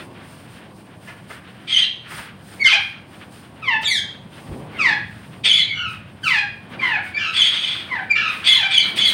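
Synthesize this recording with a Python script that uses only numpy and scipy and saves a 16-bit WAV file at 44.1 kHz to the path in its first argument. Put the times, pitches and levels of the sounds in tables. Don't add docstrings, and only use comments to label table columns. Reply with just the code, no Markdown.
import sys
import numpy as np
from scipy import signal
from scipy.fft import rfft, irfft, next_fast_len
from scipy.io import wavfile
from scipy.ndimage import uniform_filter1d

SR = 44100
rng = np.random.default_rng(int(sys.argv[2]) if len(sys.argv) > 2 else 0)


def gain_from_db(level_db):
    decades = np.asarray(level_db, float) / 20
    return 10 ** decades


def to_wav(sig):
    pcm = np.clip(np.atleast_2d(sig), -1, 1) * 32767
    pcm = np.round(pcm).astype(np.int16)
    wavfile.write(sys.argv[1], SR, pcm.T)


N = 402633


def unit(x):
    return x / np.sqrt(np.mean(x ** 2))


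def colour(points, hz):
    point_hz, db = np.transpose(points)
    return np.interp(np.log(np.maximum(hz, 1)), np.log(point_hz), db)


def shaped(x, gain):
    size = next_fast_len(len(x))
    hz = np.arange(size // 2 + 1) * SR / size
    return irfft(rfft(x, size) * gain(hz), size)[:len(x)]


def walk(rate, size):
    k = max(int(SR / rate), 1)
    noise = rng.standard_normal(size + 2 * k)
    smooth = uniform_filter1d(uniform_filter1d(noise, k), k)
    return unit(smooth[k:k + size])


def swells(rows, onset=1):
    t = np.arange(0, N, 64) / SR
    power = 0
    for s, half_s, db in rows:
        span_s = half_s * np.where(t < s, onset, 1)
        power = power + gain_from_db(2 * db) * np.exp(-2 * ((t - s) / span_s) ** 2)
    return np.interp(np.arange(N) / SR, t, power)


# frequency in Hz, density in dB per Hz.
RUMBLE_SPECTRUM = [(15, -61), (25, -28.5), (102, 6), (220, -0.5), (290, -38.5), (480, -120)]
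GUST_SPECTRUM = [(88, -27), (150, -1), (232, -0.5), (355, -4), (404, -8.5), (605, -8), (900, -10.5),
                 (1170, -12.5), (1980, -120)]
RUSTLE_SPECTRUM = [(290, -6.5), (500, -12.5), (600, -16), (712, -14.5), (1180, 4.5), (1480, 8), (2020, 4.5),
                   (3200, 2.5), (6500, -26), (8450, -44.5), (14300, -120)]
HISS_SPECTRUM = [(2940, -10.5), (5000, -5), (5570, -11.5), (6570, -14), (7790, -12), (8970, -1.5),
                 (10900, -17.5), (12600, -16.5), (14900, -15.5), (16000, -8.5)]
REST_DB = [-46.5, -46, -52, -65.5]
DUCK_DB = [1.5, 4.2, 3.8, 11]
# time in seconds, half length in seconds, level in dB.
PUFFS = [(0, 0.31, -43), (.64, 0.11, -47), (2.58, 0.056, -42.5), (3.23, 0.19, -47), (3.68, 0.19, -46.5),
         (4.1, 0.18, -46), (4.68, 0.31, -39), (4.91, 0.13, -39.5), (5.35, 0.16, -46), (6.78, 0.11, -36.5),
         (7.0, 0.51, -48), (7.5, 0.6, -52.5), (7.96, 0.45, -44), (8.35, 0.22, -46), (8.96, 0.14, -36.5),
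         (9.13, 0.066, -42)]
# time in seconds, half length in seconds, rustle in dB, extra hiss in dB.
FLUTTERS = [(0, 0.095, -47, 8), (0.338, 0.18, -49.5, 7), (0.544, 0.094, -51, 7), (0.805, 0.063, -52, 7),
            (1.076, 0.12, -48.5, 5), (1.342, 0.075, -44, 5.5), (1.728, 0.039, -48, -20),
            (2.163, 0.12, -37, 4.5), (2.532, 0.21, -50, 9.5), (2.763, 0.16, -37.5, -4),
            (3.168, 0.16, -54.5, 8.5), (3.382, 0.13, -57, 15), (3.852, 0.022, -49, 12),
            (4.43, 0.24, -48, 5.5), (4.825, 0.17, -38.5, -6.5), (5.203, 0.29, -51.5, 5),
            (5.534, .06, -59, 9), (5.937, 0.078, -47.5, 6), (6.305, 0.093, -42, 10),
            (6.736, 0.051, -40.5, -7), (6.879, 0.081, -28.5, -12), (7.085, 0.074, -47, 6),
            (7.49, 0.45, -38.5, -3), (7.88, 0.43, -44.5, -19), (8.366, 0.15, -34.5, -3.5),
            (8.56, 0.082, -38, 9.5), (8.654, 0.13, -37.5, -5), (8.884, 0.081, -35, 0),
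            (9.001, 0.033, -34.5, 7.5), (9.116, 0.078, -31, 6)]


def air(birds):
    traffic = swells([(5.4, 1.65, -41.5)])
    wind = swells(PUFFS)
    feathers = swells([row[:3] for row in FLUTTERS], 0.83)
    feather_db = -14
    feather_hiss = swells([(s - .03, half_s, db + hiss_db + feather_db)
                           for s, half_s, db, hiss_db in FLUTTERS], 0.38)
    swelling = [traffic + gain_from_db(2 * -18) * wind, wind, feathers, feather_hiss]

    duck_from_db, hold_s = -29, 0.22
    pull = 1 / (hold_s * SR)
    late_power = signal.lfilter([pull], [1, pull - 1], birds ** 2)
    duck = np.clip((10 * np.log10(late_power + 1e-12) - duck_from_db) / 20, 0, 1)

    spectra = (RUMBLE_SPECTRUM, GUST_SPECTRUM, RUSTLE_SPECTRUM, HISS_SPECTRUM)
    flickers_db, trims_db = (1.4, 0.23, 3.3, 1.05), (0.085, 0.051, 0.47, 5.9)
    layers = zip(spectra, REST_DB, swelling, DUCK_DB, flickers_db, trims_db)
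    out = 0
    for spectrum, rest_db, swell, duck_db, flicker_db, trim_db in layers:
        noise = shaped(rng.standard_normal(N), lambda f: gain_from_db(colour(spectrum, f)))
        level = np.sqrt(gain_from_db(2 * (rest_db - duck_db * duck)) + swell)
        out = out + unit(noise) * level * gain_from_db(trim_db + flicker_db * walk(31.0, N))
    return out


def walls(x):
    low_t60_s, treble_t60_s, near_t60_s = 0.44, 0.2, 0.086
    near_db, direct_db, split_hz = 6.5, -8, 4500
    t = np.arange(SR) / SR
    low = shaped(rng.standard_normal(SR), lambda f: 1 / np.sqrt(1 + (f / split_hz) ** 4))
    high = shaped(rng.standard_normal(SR), lambda f: 1 / np.sqrt(1 + (split_hz / (f + 1)) ** 4))
    tail = low * gain_from_db(-60 * t / low_t60_s) + high * gain_from_db(-60 * t / treble_t60_s)
    tail = tail + gain_from_db(near_db) * rng.standard_normal(SR) * gain_from_db(-60 * t / near_t60_s)
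    tail = tail * np.minimum(t / 0.0045, 1)
    echoes = signal.fftconvolve(x, tail / np.sqrt(np.sum(tail ** 2)))[:N]
    return gain_from_db(direct_db) * x + echoes


def scuff(s, db, hz, width_hz, decay_s):
    t = np.arange(SR // 2) / SR
    scrape = shaped(rng.standard_normal(len(t)), lambda f: 1 / (1 + ((f - hz) / width_hz) ** 2))
    return int(s * SR), gain_from_db(db - 2.0) * unit(scrape) * np.exp(-t / decay_s) * np.minimum(t / 0.01, 1)


# time in seconds,
# peak in dB, centre in Hz.
SCUFFS = [(1.0717, -23, 1760), (1.296, -22, 1390), (2.1051, -24.5, 1370), (2.177, -23, 1500),
          (3.822, -13, 2960), (4.32, -36, 3180)]
# time in seconds, peak in dB, centre in Hz.
WING_BEATS = [(4.482, -27, 218)]


def wings_and_feet():
    ticks = [scuff(*row, width_hz=870, decay_s=0.011) for row in SCUFFS]
    return ticks + [scuff(*row, width_hz=180, decay_s=0.071) for row in WING_BEATS]


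def effort(t, swell_s, fade_s, swell_db, fade_db):
    swell = swell_db * np.clip(1 - t / swell_s, 0, 1)
    return swell + fade_db * np.clip(1 - (t[-1] - t) / fade_s, 0, 1)


def glide(s, length_s, first_hz, last_hz, db, fall_s, bend, swell_s, fade_s, bright_db):
    t = np.linspace(0, length_s, num=40)
    hz = last_hz + (first_hz - last_hz) * np.clip(1 - t / fall_s, 0, 1) ** bend
    level_db = db + effort(t, swell_s, fade_s, swell_db=-18, fade_db=-23.5)
    dulling_db = -6 * (t / length_s - .5)
    return np.transpose([s + t, hz, level_db, bright_db + dulling_db])


def read(table, fade_s):
    s, *columns = np.transpose(table)
    start = int(s[0] * SR)
    t = np.arange(start, min(int(s[-1] * SR), N)) / SR
    gate = np.clip(np.minimum(t - t[0], t[-1] - t) / fade_s, 0, 1)
    return start, [np.interp(t, s, c) for c in columns], gate


# frequency in Hz, gain in dB.
THROAT = [(700, -10), (1000, -9.5), (2000, 6.5), (2700, 6), (3500, -6), (5000, -13), (6500, -28.5),
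          (8800, -33.5), (11000, -57), (14000, -83)]


def syrinx(table, count, lead, hoarse, gape=1, third_db=0):
    start, (hz, db, bright_db), gate = read(table, 0.0015)
    size = len(hz)
    hoarse = hoarse * np.linspace(1.2, .7, size)
    hz = hz * (1 + .06 * hoarse * walk(300, size))
    phase = 2 * np.pi * np.cumsum(hz) / SR
    stack = 0
    for k in range(1, count + 1):
        tone_db = colour(THROAT, k * hz / gape) - colour(THROAT, lead * hz / gape)
        tone_db = tone_db + bright_db * np.log2(k / lead) + third_db * (k == 3)
        stack = stack + (k * hz < .4 * SR) * gain_from_db(tone_db) * np.sin(k * phase)
    return start, np.sqrt(2) * gate * gain_from_db(db) * (1 + hoarse * walk(412, size)) * stack


# start in seconds, length in seconds, first pitch in Hz, last pitch in Hz, level in dB.
JOINERS = [
    (7.163, 0.17, 1793, 1326, -29.5),
    (8.148, .13, 1850, 1363, -27),
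]


def joiners():
    calls = [glide(*row, row[1], 1.2, 0.0094, 0.098, -0.5) for row in JOINERS]
    return [syrinx(call, count=4, lead=1, hoarse=.45) for call in calls]


# start in seconds, length in seconds, first pitch in Hz, last pitch in Hz, level in dB.
WHISTLES = [(2.595, 0.077, 2284, 2070, -12.5), (4.727, 0.041, 2360, 2040, -38),
            (5.68, 0.046, 2370, 2142, -20), (6.786, 0.021, 2520, 2280, -21),
            (7.134, 0.048, 2223, 2404, -19), (8.095, .05, 2382, 2318, -11.5),
            (8.636, 0.037, 2400, 2360, -16), (8.773, 0.064, 2330, 2270, -21)]
# start in seconds, length in seconds, first pitch in Hz, last pitch in Hz, level in dB.
CHIRP = (3.843, .032, 4020, 3230, -16)
# start in seconds, length in seconds, first pitch in Hz, last pitch in Hz, level in dB.
SQUEALS = [(1.818, 0.036, 4250, 3360, -24), (5.588, .05, 4440, 3380, -25),
           (8.532, 0.044, 4510, 3020, -18.5), (8.795, 0.057, 4760, 3180, -23),
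           (9.045, .06, 4740, 3300, -20.5)]


def whistles():
    # pitch fall s, bend, swell s, fade s, brightness dB per octave
    calls = [glide(*row, row[1], 1.245, 0.015, 0.0046, -2.5) for row in WHISTLES]
    calls += [glide(*CHIRP, .032, 1.2, .006, .003, 8)]
    calls += [glide(*row, row[1], 0.86, 0.007, 0.022, -8) for row in SQUEALS]
    return [syrinx(call, count=4, lead=1, hoarse=.18) for call in calls]


def held(s, length_s, note_hz, second_hz, db, swell_s, fade_s, rasp, second_db):
    t = np.linspace(0, length_s, num=40)
    level_db = db + effort(t, swell_s, fade_s, swell_db=-9.5, fade_db=-14)
    second_level_db = second_db + 9 * np.exp(-t / 0.016)
    rasp_share = rasp * (0.15 + 0.42 * t / length_s)
    return np.transpose([s + t, note_hz + 0 * t, level_db, rasp_share, second_hz + 0 * t, second_level_db])


NOTE_OVERTONES_DB = [0.5, -23, -32, -62]
# centre in Hz, width in Hz, level in dB.
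RASP = [(1500, 160, -26.5), (2370, 620, 5.5), (3400, 530, 13), (4550, 870, -4), (6980, 1000, -57),
        (8420, 560, -9)]


def shriek(table):
    start, (hz, db, rasp, second_hz, second_db), gate = read(table, 0.0065)
    size = len(hz)
    t = np.arange(size) / SR
    flutter_hz = 12 * (1 + .15 * walk(30, size))
    flutter = .5 + .5 * np.cos(2 * np.pi * np.cumsum(flutter_hz) / SR)
    rise, fall = np.exp(-t / .015), np.exp((t - t[-1]) / .04)
    sag = .2 * rise ** 2 + .12 * fall ** 2 + .1 * flutter ** 5 + .01 * walk(200, size) - .012
    rasp = np.maximum(np.clip(rasp, 0, 1), np.exp(-(t / .043) ** 6))

    phase = 2 * np.pi * np.cumsum(hz * (1 - sag)) / SR
    note = sum(gain_from_db(d) * np.sin((k + 1) * phase) for k, d in enumerate(NOTE_OVERTONES_DB))
    note = unit(note * gain_from_db(3.5 * walk(150, size)))

    second_bend = 1 - 0.34 * rise - .28 * fall + 0.0263 * walk(236, size)
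    second_phase = 2 * np.pi * np.cumsum(second_hz * second_bend) / SR
    second = np.sin(second_phase) + gain_from_db(-8.5 + 8.9 * fall) * np.sin(2 * second_phase)
    second = second * gain_from_db(second_db + 3 * walk(150, size))

    def resonances(f):
        return sum(gain_from_db(d) / (1 + (2 * (f - centre) / width) ** 2) for centre, width, d in RASP)

    breath = shaped(rng.standard_normal(size), resonances)
    breath = unit(breath * gain_from_db(3 * walk(100, size)))
    return start, gate * gain_from_db(db) * (np.sqrt(1 - rasp) * (note + second) + np.sqrt(rasp) * breath)


# start in seconds, length in seconds, held note in Hz, second voice in Hz, level in dB.
SHRIEKS = [
    (1.671, 0.18, 3232, 2190, -14.5),
    (5.434, 0.2, 3385, 2327, -12.5),
    (7.327, .165, 3378, 2320, -11.5),
    (7.502, 0.32, 3290, 2360, -21.5),
    (8.439, 0.15, 3391, 2220, -9.5),
    (8.698, 0.14, 3350, 2410, -12.5),
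    (8.951, .16, 3336, 2314, -12),
]
# swell in seconds, fade in seconds, rasp amount (times 0.57 = share at the
# end), second voice in dB against the note.
SHRIEK_DELIVERY = [(.06, .03, .35, -15), (.012, .05, .25, -11), (.06, .02, .4, -17), (.02, .15, 1.7, -16),
                   (.03, .075, .15, -13), (.05, .06, .15, -12), (.045, .04, .2, -12)]


def shrieks():
    return [shriek(held(*call, *how)) for call, how in zip(SHRIEKS, SHRIEK_DELIVERY)]


# start in seconds, length in seconds, first pitch in Hz, last pitch in Hz, level in dB.
SQUAWKS = [(2.64, 0.13, 1838, 785.6, -17), (3.621, 0.18, 1329, 874, -20), (3.87, 0.17, 2376, 1606, -23.5),
           (4.783, 0.17, 1383, 836, -15.5), (5.721, 0.25, 1497, 1246, -30), (6.231, .24, 1612, 814, -17.5),
           (6.803, 0.24, 1108, 743, -22.5), (7.185, 0.15, 1425, 1288, -26), (7.887, 0.15, 1142, 751, -25.5),
           (8.152, 0.19, 1399, 1200, -26), (8.538, 0.17, 1138, 777.3, -25)]
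# pitch fall in seconds, bend (1 = even fall), swell in seconds,
# fade in seconds, brightness in dB per octave.
SQUAWK_DELIVERY = [(.095, 0.94, 0.017, 0.034, 0), (.12, 1.7, 0.055, 0.053, -7.5),
                   (.11, 1.05, .006, 0.06, 7), (.14, 1.7, 0.035, 0.029, 0), (.15, 0.26, 0.045, 0.11, -8),
                   (.17, 2.2, 0.05, 0.09, 1), (.16, .7, 0.015, 0.091, -4.5), (.14, 1.5, 0.014, .04, -4),
                   (.115, 1.05, 0.03, 0.041, -6), (.17, 0.71, 0.0037, 0.048, -4.5),
                   (.09, 1.2, 0.0049, 0.054, -3.5)]
# roughness (0-1), beak opening that shifts the throat colour (ratio), third partial in dB.
HOARSENESS = [.52, .14, .2, .22, .4, .22, .34, .5, .24, .6, .26]
BEAK_GAPE = [1.157, 1.03, 1.18, 0.94, 1.203, 0.94, 0.88, 1.29, 0.87, 1.154, 1.1]
THIRD_PARTIAL_DB = [2.5, 0.5, -7.5, -9.5, -3, -2, 2.5, -4, -7, 1, -3]


def squawks():
    voices = zip(SQUAWKS, SQUAWK_DELIVERY, HOARSENESS, BEAK_GAPE, THIRD_PARTIAL_DB)
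    return [syrinx(glide(*call, *how), count=11, lead=2.28, hoarse=hoarse, gape=gape, third_db=third_db)
            for call, how, hoarse, gape, third_db in voices]


def scene():
    birds = np.zeros(N)
    for start, sound in wings_and_feet() + joiners() + whistles() + shrieks() + squawks():
        birds[start:start + len(sound)] += sound
    birds = walls(birds)
    return (birds + air(birds))[None]


def band_limit(x):
    return signal.sosfilt(signal.butter(12, 16910, fs=SR, output="sos"), x)


def record(dry):
    top_cut = signal.ellip(10, .2, 70, 15800, fs=SR, output="sos")
    low_cut = signal.butter(2, 48, "high", fs=SR, output="sos")
    mix = signal.sosfilt(np.vstack([top_cut, low_cut]), np.tanh(dry))
    return band_limit(mix)


dry = scene()
out = record(dry)
to_wav(out)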